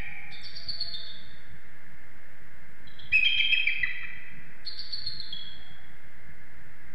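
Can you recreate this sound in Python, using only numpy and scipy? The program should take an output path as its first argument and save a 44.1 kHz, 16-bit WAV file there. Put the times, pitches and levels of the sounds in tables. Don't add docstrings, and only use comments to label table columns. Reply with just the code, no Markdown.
import sys
import numpy as np
from scipy import signal
from scipy.fft import rfft, irfft
from scipy.io import wavfile

SR = 44100
rng = np.random.default_rng(int(sys.argv[2]) if len(sys.argv) > 2 else 0)


def log_audio(samples):
    frames = np.atleast_2d(samples).T
    limited = np.clip(frames, -1, 1)
    pcm = np.round(limited * 32767).astype(np.int16)
    wavfile.write(sys.argv[1], SR, pcm)


N = 306054
LEAD = SR // 2

# closing fall as a share of the pitch, for a crest at SAG_REF_HZ.
SAG, SECOND_SAG, SAG_REF_HZ = (0.036, 0.085), (0.049, 0.125), 2500
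SECOND_BASE_S, SECOND_LENGTH_SHARE, SECOND_ROUGH = (0.012, 0.011), (0.57, 0.33), (0.36, 0.38)
RASP_LEAD_S, RASP_LENGTH_S = (0.02, 0.0046), (0.043, 0.028)
RASP_TILT_DB_PER_OCT, RASP_DULLING_DB_PER_OCT_S = (9, 3.5), (22, 3)

# t/s, length/s, crest f/Hz, level/dB, roughness/0-1,
# second side f/Hz, second side level/dB, second side lag/s, rasp level/dB
CALL_BOUTS = [ (1, [(-.30, 0.04, 2465, -24.5, 0.52, 3130, -39, 0, -53),
              (-.14, 0.025, 2361, -24.5, 0.54, 1896, -27, 0.011, -59)]),
              (0, [(.322, 0.046, 4516, -50, 0.53, 3640, -47.5, 0.0036, -52),
              (.446, 0.035, 4600, -41.5, 0.5, 5420, -52.5, -0.019, -48),
              (.552, 0.039, 4640, -38, 0.57, 5553, -54, -0.0042, -53),
              (.681, 0.031, 4469, -30, 0.46, 3620, -58, 0, -51),
              (.803, 0.03, 4436, -30, 0.44, 3570, -52, -0.009, -54),
              (.934, 0.03, 3650, -37, 0.42, 4320, -40, -0.0065, -52),
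              (1.066, 0.018, 3543, -43.5, 0.46, 4000, -62, -0.016, -52)]),
              (1, [(2.868, .018, 3335, -54.5, 0.1, 4040, -54.5, 0.0019, -61),
              (2.989, 0.012, 3370, -43.5, 0.3, 4020, -53, 0.0026, -50),
              (3.120, 0.074, 2589, -20, 0.23, 1980, -39, -.006, -38.5),
              (3.243, 0.045, 3212, -22, 0.18, 2448, -25.5, 0.0079, -35.5),
              (3.373, .041, 3218, -22, 0.16, 2390, -25, 0.019, -33),
              (3.518, 0.029, 2570, -20, 0.34, 1997, -38, 0.021, -38.5),
              (3.669, 0.012, 2380, -20, 0.26, 2107, -30.5, 0.015, -49),
              (3.830, 0.015, 1996, -21, .05, 1287, -49.5, .023, -57.5),
              (4.030, 0.017, 1843, -41.5, 0, 1355, -49.5, -0.0026, -65)]),
              (0, [(4.662, 0.033, 4390, -33.5, 0.58, 3620, -52.5, -0.00062, -50.5),
              (4.783, 0.042, 4560, -37, 0.65, 5310, -59, 0, -47),
              (4.923, 0.03, 4413, -31, 0.45, 5500, -64.5, -.005, -47),
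              (5.060, 0.034, 4348, -31.5, 0.43, 3620, -53, -0.0023, -51),
              (5.197, 0.017, 4245, -35.5, 0.45, 3580, -46, 0.015, -60),
              (5.324, .016, 3337, -31.5, 0.19, 4200, -48.5, -0.0055, -60)])]


def eagles():
    out = np.zeros(LEAD + N)
    for bird, notes in CALL_BOUTS:
        bout_start_s = notes[0][0]
        for s, length_s, hz, db, rough, second_hz, second_db, lag_s, rasp_db in notes:
            add(out, s - RASP_LEAD_S[bird], from_db(rasp_db) * rasp(bird, s - bout_start_s))
            add(out, s, from_db(db) * squeal(arch(length_s, hz, SAG[bird]), rough))
            second_length_s = SECOND_BASE_S[bird] + SECOND_LENGTH_SHARE[bird] * length_s
            second_pitch = arch(second_length_s, second_hz, SECOND_SAG[bird])
            second_side = squeal(second_pitch, SECOND_ROUGH[bird], richer_db=1.5)
            add(out, s + lag_s, from_db(second_db) * second_side)
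    beak_squeak = squeal(arch(length_s=0.006, crest_hz=7800, sag=0.25), rough=1)
    add(out, 0.416, from_db(-57) * beak_squeak)
    return out


def arch(length_s, crest_hz, sag, crest_at=0.42, climb_per_s=3.0, flat_start_s=0.02):
    u = np.linspace(0, 1, int(length_s * SR))
    climb = np.clip(1 - u / crest_at, 0, 1)
    sink = np.clip((u - crest_at) / (1 - crest_at), 0, 1)
    start_drop = climb_per_s * (length_s - flat_start_s)
    end_drop = sag * SAG_REF_HZ / crest_hz
    return crest_hz * (1 - start_drop * climb ** 2 - end_drop * sink ** 2)


# f/Hz, gain/dB
OVERTONE_COLOUR = [(4000, 2.5), (5100, 3), (5700, -11), (6100, -19), (6500, -12), (7600, 2.5), (8800, 0),
                   (9600, -15), (11000, -15)]
# f/Hz, relative density/dB
BREATH_SPECTRUM = [(600, -33), (1600, 5.5), (3000, 16), (4500, -15), (6300, -10.5), (8200, -8.5),
                   (11000, -24), (14000, -32)]


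def squeal(pitch_hz, rough, richer_db=0, jitter=0.034, flutter_db=2.5, beat_hz=190, breath_db=-26):
    n = len(pitch_hz)
    pitch_hz = pitch_hz * (1 + jitter * rough * drift(rate_hz=260)[:n])
    phase = 2 * np.pi * np.cumsum(pitch_hz) / SR
    tone = np.sin(phase)
    for harmonic, clean_db in ((2, -27.5), (3, -41.5)):
        source_db = clean_db + richer_db - 11 * rough
        colour_db = at_hz(OVERTONE_COLOUR, harmonic * pitch_hz)
        tone += from_db(source_db + colour_db) * np.sin(harmonic * phase)
    beat_phase = 2 * np.pi * (beat_hz * np.arange(n) / SR + rng.random())
    tone += 1.7 * rough ** 2 * np.sin(phase - beat_phase)
    flutter = from_db(flutter_db * rough * drift(rate_hz=140)[:n])
    breath = from_db(breath_db) * rough * coloured(BREATH_SPECTRUM, size=8192)[:n]
    return swell(n, rise=0.28, fall=0.27) * (unit_rms(tone * flutter) + breath)


# f/Hz, section width/Hz, relative level/dB
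THROAT_MODES = [
    [(3610, 480, 5.5), (4540, 95, 11.5), (5430, 280, -10), (8160, 600, -24.5)],
    [(1806, 370, -2), (3224, 99, 12.5), (3830, 280, -4), (5060, 880, -21.5), (7500, 1500, -45)],
]


def rasp(bird, into_bout_s, grain_db=2.5):
    n = int(RASP_LENGTH_S[bird] * SR)
    tilt_db_per_oct = RASP_TILT_DB_PER_OCT[bird] - RASP_DULLING_DB_PER_OCT_S[bird] * into_bout_s
    rattle = rng.standard_normal(8192) * from_db(grain_db * drift(rate_hz=130))
    throat = sum(from_db(db + tilt_db_per_oct * np.log2(hz)) * resonate(rattle, hz, width_hz)
                 for hz, width_hz, db in THROAT_MODES[bird])
    settled = throat[-n:]
    return swell(n, rise=0.4, fall=0.35) * settled / np.std(settled)


# f/Hz, t60/s, relative level/dB
RING_BANDS = [(1000, 0.41, -19.5), (2200, 1.796, -6.5), (3280, 1.07, 1.5), (4260, 0.99, -2),
              (8500, 0.35, -2)]
# delay/s, gain/dB
REFLECTIONS = [(.0052, -14), (0.0119, -27.5), (0.045, -28.5)]


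def wood(x, wet_db=0, build_s=0.02, branch_t60_s=0.22, grove_delay_s=0.059, grove_spread_s=0.019):
    t = np.arange(2 * SR) / SR
    hz = np.fft.rfftfreq(len(t), 1 / SR)
    white = rfft(rng.standard_normal(len(t)))
    centres_hz = [band[0] for band in RING_BANDS]
    ring = 0
    for weights, (_, t60_s, db) in zip(np.eye(len(RING_BANDS)), RING_BANDS):
        band_noise = irfft(white * np.interp(hz, centres_hz, weights))
        ring += band_noise * from_db(db - 60 * t / t60_s)
    response = ring * (1 - np.exp(-t / build_s)) / np.sqrt(SR / 20)
    branches = from_db(-60 * t / branch_t60_s)
    grove = np.exp(-0.5 * ((t - grove_delay_s) / grove_spread_s) ** 2)
    for envelope, db in ((branches, -7.5), (grove, -9.5)):
        response += from_db(db) * unit_rms(envelope * rng.standard_normal(len(t))) / np.sqrt(len(t))
    for delay_s, db in REFLECTIONS:
        response[round(delay_s * SR)] += from_db(db)
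    return x[LEAD:] + from_db(wet_db) * signal.fftconvolve(x, response)[LEAD:LEAD + N]


# t/s, peak level/dB
TREE_BUMPS = [(0.664, -40), (0.839, -47), (3.106, -41), (3.801, -49), (5.05, -42.5), (5.541, -50),
              (6.011, -49.5)]
# f/Hz, relative density/dB
LIMB_SPECTRUM = [(15, -25.5), (40, 3), (70, -7.5), (105, 1.5), (135, -2), (180, -24.5), (300, -17),
                 (900, -65.5)]


def limb_bumps(length_s=0.067, crest_factor_db=7.5, push_lead_s=0.02):
    pushes = [(s - push_lead_s, -45.5 + 0.22 * note_db)
              for _, notes in CALL_BOUTS for s, _, _, note_db, *_ in notes]
    bump = swell(int(length_s * SR), rise=0.19, fall=0.38)
    envelope = np.zeros(LEAD + N)
    for s, peak_db in pushes + list(TREE_BUMPS):
        add(envelope, s, from_db(peak_db - crest_factor_db) * bump)
    return envelope[LEAD:] * coloured(LIMB_SPECTRUM)


# f/Hz, relative density/dB
HISS_SPECTRUM = [(80, -7), (220, -5), (320, -5.5), (600, -8), (1000, -10.5), (1280, -9), (1650, 3),
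                 (2050, -1.5), (2400, -11.5), (3200, -20), (4500, -23.5), (6300, -32), (8000, -25),
                 (9700, -31.5), (12500, -26), (15000, -32)]


def hiss(level_db=-55):
    return from_db(level_db) * coloured(HISS_SPECTRUM)


# f/Hz, relative density/dB
RUMBLE_SPECTRUM = [(20, 2), (42, -5), (62, 1.5), (88, -5), (120, -5), (170, -0.5), (250, -14.5),
                   (400, -24.5), (900, -64)]


def rumble(level_db=-56, wander_db=3.5):
    uneven = coloured(RUMBLE_SPECTRUM) * from_db(wander_db * drift(rate_hz=9, size=N))
    return from_db(level_db) * unit_rms(uneven)


# f/Hz, rms level/dB
ELECTRICAL_LINES = [(60, -66), (119, -67.5), (2106, -64.5)]


def electrical_whine():
    t = np.arange(N) / SR
    return sum(from_db(db) * np.sqrt(2) * np.sin(2 * np.pi * hz * t) for hz, db in ELECTRICAL_LINES)


# t/s, length/s, f/Hz, width/Hz, level/dB
TYRE_NOTES = [(-.3, .85, 800, 63, -59.5), (0.329, 0.83, 677, 19, -64), (0.958, 0.51, 619, 49, -69),
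              (2.098, 0.65, 552, 36, -71.5), (5.5, 0.58, 752, 26, -69)]


def road():
    out = np.zeros(LEAD + N)
    for s, length_s, hz, width_hz, db in TYRE_NOTES:
        n = int(length_s * SR)
        phase = 2 * np.pi * hz * np.arange(n) / SR
        band = sum(drift(width_hz, size=2 * SR)[:n] * wave(phase) for wave in (np.sin, np.cos))
        add(out, s, from_db(db) * swell(n, rise=0.25, fall=0.3) * unit_rms(band))
    return out[LEAD:]


def from_db(db):
    return 10 ** (np.asarray(db) / 20)


def unit_rms(x):
    return x / np.sqrt(np.mean(x ** 2) + 1e-20)


def at_hz(points, hz):
    points_hz, values = np.transpose(points)
    return np.interp(np.log(np.maximum(hz, 1)), np.log(points_hz), values)


def coloured(spectrum, size=N):
    gain = from_db(at_hz(spectrum, np.fft.rfftfreq(size, 1 / SR)))
    return unit_rms(irfft(rfft(rng.standard_normal(size)) * gain, size))


def drift(rate_hz, size=8192):
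    hz = np.fft.rfftfreq(size, 1 / SR)
    lowpass = (hz > 0) / (1 + (hz / rate_hz) ** 4)
    return unit_rms(irfft(rfft(rng.standard_normal(size)) * lowpass, size))


def resonate(x, hz, width_hz):
    r = np.exp(-2 * np.pi * width_hz / SR)
    gain = (1 - r * r) / 2
    section = [gain, 0, -gain, 1, -2 * r * np.cos(2 * np.pi * hz / SR), r * r]
    return signal.sosfilt([section] * 3, x)


def swell(n, rise, fall):
    u = np.linspace(0, 1, n)
    attack = np.sin(np.pi / 2 * np.clip(u / rise, 0, 1)) ** 2
    release = np.sin(np.pi / 2 * np.clip((1 - u) / fall, 0, 1)) ** 2
    return attack * release


def add(track, start_s, sound):
    at = max(LEAD + round(start_s * SR), 0)
    track[at:at + len(sound)] += sound


def scene(side_db=-23.5, side_low_hz=200):
    birds = eagles()
    mid = wood(birds) + hiss() + rumble() + electrical_whine() + road() + limb_bumps()
    reverberation = wood(birds, wet_db=3) - birds[LEAD:]
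    highpass = signal.butter(4, side_low_hz, "high", fs=SR, output="sos")
    side = signal.sosfilt(highpass, reverberation + hiss())
    return mid + from_db(side_db) * side * np.array([[1], [-1]])


def record(dry, cutoff_hz=14700, dc_offset=0.0513):
    lowpass = signal.ellip(10, 0.1, 80, cutoff_hz, fs=SR, output="sos")
    return signal.sosfilt(lowpass, dry) + dc_offset


dry = scene()
out = record(dry)
log_audio(out)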